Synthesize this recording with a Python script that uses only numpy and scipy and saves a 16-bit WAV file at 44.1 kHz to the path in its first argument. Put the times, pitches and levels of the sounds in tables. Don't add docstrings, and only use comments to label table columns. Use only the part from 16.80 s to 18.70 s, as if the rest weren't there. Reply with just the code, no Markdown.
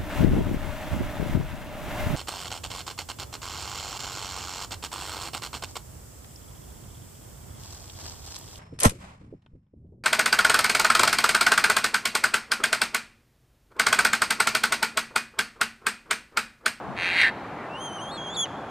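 import sys
import numpy as np
from scipy import signal
from scipy.fft import rfft, irfft
from scipy.io import wavfile
from scipy.ndimage import uniform_filter1d

SR = 44100
rng = np.random.default_rng(int(sys.argv[2]) if len(sys.argv) > 2 else 0)


def materialize(psi):
    bounded = np.clip(np.atleast_2d(psi).T, -1, 1)
    quanta = np.round(bounded * 32767).astype(np.int16)
    wavfile.write(sys.argv[1], SR, quanta)


N = 83790
T = np.arange(N) / SR

# freq_hz, relative_db
RUMBLE_SPECTRUM = [(25, -33), (40, -36), (60, -11), (105, -4.5), (200, -1.5), (330, -2), (490, -5),
                   (800, 0), (1150, -4.5), (1600, -9.5), (2000, -17), (2600, -21), (4000, -30), (5500, -37),
                   (8000, -42), (12000, -49), (15500, -59)]
# freq_hz, side_to_mid_db
RUMBLE_WIDTH = [(30, -45.5), (130, -55), (260, -33), (480, -21.5), (950, -21.5), (1900, -12.5),
                (3800, -6.5), (7500, -2.5), (15000, -2)]
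# time_s, level_db
GUST_LEVEL = [(0, -59), (.045, -43), (.068, -50), (.097, -32.5), (.13, -42), (.16, -50), (.185, -39),
              (.22, -59), (.44, -55), (.5, -83)]
# freq_hz, t60_s
TAIL_DECAY = [(500, .8), (2000, 1), (4000, 1), (8000, 0.35), (14000, 0.37)]
# freq_hz, relative_db
THROAT_RESPONSE = [(200, -52), (800, -23), (1250, -13), (1600, 0.5), (2000, 3.5), (2420, 1.5), (2780, 0.5),
                   (3020, -13.5), (3240, -2), (3480, -15), (3700, -6), (4100, -7), (4560, -10.5),
                   (5000, -26.5), (6000, -28.5), (7000, -31), (7400, -32), (8400, -26), (9300, -35),
                   (10700, -33.5), (12000, -40), (12800, -48), (15500, -57)]
# time_s, level_db
SQUAWK_LEVEL = [(.145, -66), (0.166, -40.5), (.182, -32), (.21, -29.5), (.25, -25.5), (.3, -26),
                (.345, -26), (.375, -21.5), (.41, -17.5), (.44, -17), (0.479, -22.5), (.495, -27.5),
                (.512, -46)]
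# time_s, rate_hz, resonance_hz, gain_db
SQUAWK_GLIDE = [(.15, 184, 2460, -9), (.3, 171.3, 2480, -8), (.36, 172, 2020, -6), (.41, 205, 2070, -5),
                (.45, 230, 1790, 3.5), (.51, 200, 1620, 6.5)]
# time_s, strong_weak_swing_db, added_hiss_and_flap_db
SQUAWK_ROUGHNESS = [(.15, 2, -4), (.215, 3.5, -4), (.25, .5, -1), (.28, 0.5, -0.5), (.32, 1, 6.5),
                    (.35, 0, -2.5), (.385, 0.5, 5.5), (.43, -0.5, 7.5), (.47, 0, 2), (.51, 2, 0)]
# time_s, lowest_mode_hz, gain_db
BILL_GLIDE = [(.15, 6700, 5), (.255, 6060, 5.5), (.33, 7250, -5), (.395, 6600, -1), (.42, 5650, 1.5),
              (.45, 5100, -5), (.51, 4800, -11)]
# ratio_to_lowest, gain_db
BILL_RESONANCES = [(1, -1.5), (1.5, -4), (2.06, -6)]
# time_s, pitch_hz
SQUEAL_PITCH = [(.9, 2620), (.96, 2830), (.98, 3020), (.991, 2990), (1.01, 3170), (1.06, 3225),
                (1.115, 3020), (1.135, 3135), (1.172, 3130), (1.195, 2840), (1.22, 3200), (1.27, 3160),
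                (1.306, 3410), (1.32, 3850), (1.35, 3760), (1.37, 3560), (1.378, 3300), (1.403, 3290),
                (1.42, 3210), (1.437, 3300), (1.48, 3180), (1.515, 3410), (1.54, 3490), (1.548, 3760),
                (1.56, 3740), (1.569, 3390), (1.583, 3375), (1.598, 3435), (1.625, 3350), (1.641, 3240),
                (1.656, 2880)]
# time_s, first_db, second_db, third_db
SQUEAL_LEVELS = [(0.897, -54, -85, -98), (0.916, -45.5, -73, -90), (.96, -42, -71, -70),
                 (.993, -44.5, -61, -60), (1.012, -42, -47.5, -53.5), (1.06, -41.5, -44.5, -52.5),
                 (1.105, -42.5, -54.5, -58), (1.145, -43.5, -50.5, -57), (1.193, -43.5, -57, -59.5),
                 (1.22, -45.5, -47.5, -55), (1.3, -43, -58.5, -61), (1.385, -39.5, -53, -68),
                 (1.44, -40.5, -54.5, -72), (1.48, -39.5, -51.5, -59), (1.53, -40.5, -51.5, -77),
                 (1.563, -30, -45, -60), (1.572, -31.5, -36.5, -49.5), (1.6, -26.5, -32.5, -39.5),
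                 (1.628, -26.5, -32, -46), (1.642, -29.5, -35, -51), (1.658, -43, -60, -79)]
# start_s, end_s, top_hz, level_db, roughness
VOICE_CRACKS = [(1.316, 1.373, 4284, -44.5, .12), (1.543, 1.564, 4420, -44.5, 0.65)]
# start_s, level_db
CLOSING_FLAPS = [(1.6563, -28), (1.6634, -32), (1.669, -36.5)]
# time_s, pitch_hz, level_db
AFTER_WHISTLE = [(1.665, 3320, -72), (1.705, 3195, -55), (1.755, 3200, -63), (1.785, 3490, -58),
                 (1.81, 3400, -62), (1.855, 3400, -60), (1.9, 3290, -56)]


def amp(db):
    return 10 ** (np.asarray(db) / 20)


def unit_rms(x):
    return x / np.sqrt(np.mean(x ** 2) + 1e-20)


def at_freq(table, hz):
    freq_hz, value = np.transpose(table)
    return np.interp(np.log(hz + 1), np.log(freq_hz + 1), value)


def curves(table):
    time_s, *columns = np.transpose(table)
    return [np.interp(T, time_s, column) for column in columns]


def gate(start_s, end_s, edge_s=.0034):
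    return np.clip(np.minimum(T - start_s, end_s - T) / edge_s + .5, 0, 1)


def wander(corner_hz):
    hz = np.fft.rfftfreq(N, 1 / SR)
    return unit_rms(irfft(rfft(rng.standard_normal(N)) / (1 + (hz / corner_hz) ** 2), N))


def resonate(x, hz, width_hz):
    carrier = np.exp(2j * np.pi * np.cumsum(hz) / SR)
    pole = np.exp(-np.pi * width_hz / SR)
    return 2 * (carrier * signal.lfilter([1 - pole], [1, -pole], x / carrier + 1e-18)).real


def resonate_twice(x, hz, width_hz):
    return resonate(resonate(x, hz, width_hz), hz, width_hz)


def rumble(level_db=-36.5, pan_db=.5, patch_db=.3):
    frames, hz = N // 512 + 6, np.fft.rfftfreq(2048, 1 / SR)
    mid_re, mid_im, side_re, side_im, patches = rng.standard_normal((frames, len(hz), 5)).T
    patches = uniform_filter1d(patches, size=14, axis=0)
    patches = unit_rms(uniform_filter1d(patches, size=8, axis=1))
    mid = mid_re + 1j * mid_im
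    side = (side_re + 1j * side_im) * amp(at_freq(RUMBLE_WIDTH, hz))[:, None]
    shape_db = at_freq(RUMBLE_SPECTRUM, hz)[:, None] + patch_db * patches
    spectra = np.array([mid + side, mid - side]) * amp(shape_db)
    noise = unit_rms(signal.istft(spectra, nperseg=2048, noverlap=1536)[1][:, :N])
    return noise * amp(level_db + pan_db * np.array([[.5], [-.5]]))


def gust(band_hz=(70, 187), right_db=-15):
    level_db, = curves(GUST_LEVEL)
    band = signal.butter(2, band_hz, "bandpass", fs=SR, output="sos")
    buffet = signal.sosfilt(band, rng.standard_normal((2, N)))
    power = uniform_filter1d(buffet ** 2, size=1500, axis=1)
    return buffet / np.sqrt(power + 1e-9) * amp(level_db) * amp([[0], [right_db]])


def far_echo(x, delay_s=.385, smear_s=.024, gain_db=-27, centre_hz=1890):
    t = T[:SR]
    scatter = rng.standard_normal(SR) * (t > delay_s) * np.exp(-abs(t - delay_s) / smear_s)
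    echo = signal.fftconvolve(x, scatter / np.linalg.norm(scatter))[:N]
    return amp(gain_db) * resonate(echo, np.full(N, centre_hz), width_hz=700)


def outdoors(x, ground_db=-12.5, ground_decay_s=.0076, tail_db=-26.5, tail_rise_s=.015):
    t = T[:SR]
    hz, frame_s, spectra = signal.stft(rng.standard_normal((2, SR)), SR, nperseg=256)
    decay = amp(-60 * frame_s / at_freq(TAIL_DECAY, hz)[:, None])
    tail = signal.istft(spectra * decay, SR, nperseg=256)[1][:, :SR]
    tail = (tail + .75 * tail[::-1]) * np.minimum(t / tail_rise_s, 1)
    ground = rng.standard_normal(SR) * (t > .001) * np.exp(-t / ground_decay_s)
    response = amp(tail_db) * tail / np.linalg.norm(tail[0])
    response += amp(ground_db) * ground / np.linalg.norm(ground)
    return x + signal.fftconvolve(x, response, axes=1)[:, :N]


def place(x, lag_us, pan_db):
    delay = np.exp(-2j * np.pi * np.fft.rfftfreq(N, 1 / SR) * lag_us / 1e6)
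    return np.array([irfft(rfft(x) * delay, N) * amp(pan_db / 2), x * amp(-pan_db / 2)])


def throat(x):
    hz = abs(np.fft.fftfreq(2048, 1 / SR))
    log_gain = np.log(amp(at_freq(THROAT_RESPONSE, hz)))
    ring = np.fft.ifft(np.exp(np.conj(signal.hilbert(log_gain)))).real
    return signal.oaconvolve(x, ring / abs(ring).max())[:N]


def after_whistle(waver=.008, flutter_db=2.2, octave_db=-13):
    pitch_hz, level_db = curves(AFTER_WHISTLE)
    phase = 2 * np.pi * np.cumsum(pitch_hz * (1 + waver * wander(corner_hz=250))) / SR
    tone = np.sin(phase) + amp(octave_db) * np.sin(2 * phase)
    envelope = amp(level_db + flutter_db * wander(corner_hz=70)) * gate(AFTER_WHISTLE[0][0], end_s=2)
    return np.sqrt(2) * tone * envelope


def closing_rasp(decay_s=.001, cutoff_hz=6000):
    flaps = sum(amp(db) * (T >= s) * np.exp(-abs(T - s) / decay_s) for s, db in CLOSING_FLAPS)
    air = rng.standard_normal(N)
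    rasp = throat(flaps * air) / np.std(throat(air))
    return signal.sosfilt(signal.butter(2, cutoff_hz, fs=SR, output="sos"), rasp)


def second_voice(main_phase, edge_s, sag=.035, rough_waver=.05, octave_db=-14, sum_tone_db=-17):
    voice = np.zeros(N)
    for start_s, end_s, top_hz, level_db, roughness in VOICE_CRACKS:
        past_top = (T - start_s) / (end_s - start_s) - .35
        arch = 1 - sag * np.minimum(past_top ** 2 / .39, 1)
        pitch_hz = top_hz * (arch + rough_waver * roughness * wander(corner_hz=506))
        phase = 2 * np.pi * np.cumsum(pitch_hz) / SR
        tone = np.sin(phase) + amp(octave_db) * np.sin(2 * phase)
        tone += amp(sum_tone_db) * np.sin(phase + main_phase)
        voice += amp(level_db) * gate(start_s, end_s, edge_s) * tone
    return voice


def squeal(waver=.0042, flutter_db=1, steady_above_db=-34, air_db=-26):
    crack_edge_s, crack_dip_db, crack_waver = .005, -10, .018
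    pitch_hz, = curves(SQUEAL_PITCH)
    first_db, second_db, third_db = curves(SQUEAL_LEVELS)
    fourth_db = third_db - 17
    cracked = sum(gate(start_s, end_s, crack_edge_s) for start_s, end_s, *_ in VOICE_CRACKS)
    unsteady = amp(-np.maximum(first_db - steady_above_db, 0))
    detune = waver * unsteady * wander(corner_hz=160) + crack_waver * cracked * wander(corner_hz=500)
    pitch_hz = uniform_filter1d(pitch_hz, size=220) * (1 + detune)
    phase = 2 * np.pi * np.cumsum(pitch_hz) / SR
    voice = np.zeros(N)
    for k, level_db in enumerate([first_db, second_db, third_db, fourth_db], 1):
        flicker_db = flutter_db * unsteady * np.sqrt(k) * wander(corner_hz=70)
        voice += amp(level_db + flicker_db) * np.sin(k * phase)
    voice = voice * amp(crack_dip_db * cracked) + second_voice(phase, crack_edge_s)
    air = resonate(rng.standard_normal(N), pitch_hz, width_hz=580)
    air += .5 * resonate(rng.standard_normal(N), 2 * pitch_hz, width_hz=1500)
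    whistle = np.sqrt(2) * voice + amp(first_db + air_db) * unit_rms(air)
    return whistle * gate(SQUEAL_LEVELS[0][0], SQUEAL_LEVELS[-1][0])


def membrane(rate_hz, jitter=.085, shimmer_db=1.6, hiss_db=-10.5, puff_decay_s=.0012):
    flap_db, flap_spread_db, flap_from_cycle, flap_span_cycle = -7, 4, .12, .48
    swing_db, rough_db = curves(SQUAWK_ROUGHNESS)
    pulses, time_s, swing_sign = np.zeros(N), SQUAWK_LEVEL[0][0], 1
    for (gap, size, flap_size), lateness in zip(rng.standard_normal((100, 3)), rng.random(100)):
        onset = int(time_s * SR)
        period_s = 1 / rate_hz[onset]
        pulses[onset] += amp(shimmer_db * size + swing_sign * swing_db[onset])
        flap_s = time_s + period_s * (flap_from_cycle + lateness * flap_span_cycle)
        pulses[int(flap_s * SR)] += amp(min(flap_db + rough_db[onset] + flap_spread_db * flap_size, 0))
        swing_sign = -swing_sign
        time_s += period_s * (1 + jitter * gap)
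    airflow = signal.lfilter([1], [1, -np.exp(-1 / (puff_decay_s * SR))], pulses)
    puffs = airflow * rng.standard_normal(N)
    return amp(hiss_db + rough_db) * unit_rms(puffs) - unit_rms(pulses)


def squawk(throat_width_hz=630, bill_width_hz=800):
    level_db, = curves(SQUAWK_LEVEL)
    rate_hz, throat_hz, throat_db = curves(SQUAWK_GLIDE)
    bill_hz, bill_db = curves(BILL_GLIDE)
    voice = throat(membrane(rate_hz))
    throat_ring = resonate_twice(voice, throat_hz, throat_width_hz)
    bill_ring = sum(amp(db) * resonate_twice(voice, ratio * bill_hz, bill_width_hz)
                    for ratio, db in BILL_RESONANCES)
    voice = voice + amp(throat_db) * throat_ring + amp(bill_db) * bill_ring
    power = uniform_filter1d(uniform_filter1d(voice ** 2, size=640), size=480)
    envelope = amp(level_db) * gate(SQUAWK_LEVEL[0][0], SQUAWK_LEVEL[-1][0])
    return voice / np.sqrt(abs(power) + 1e-6) * envelope


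def scene():
    harsh = squawk()
    thin = squeal() + closing_rasp() + after_whistle()
    bird = place(harsh, lag_us=7.1, pan_db=-.2) + place(thin, lag_us=22.8, pan_db=-.5)
    return outdoors(bird) + far_echo(harsh) + rumble() + gust()


def record(dry):
    cutoff_hz = 15800
    lowpass = signal.firwin(511, cutoff_hz, window=("kaiser", 9), fs=SR)
    return signal.oaconvolve(dry, lowpass[None], "same")


dry = scene()
out = record(dry)
materialize(out)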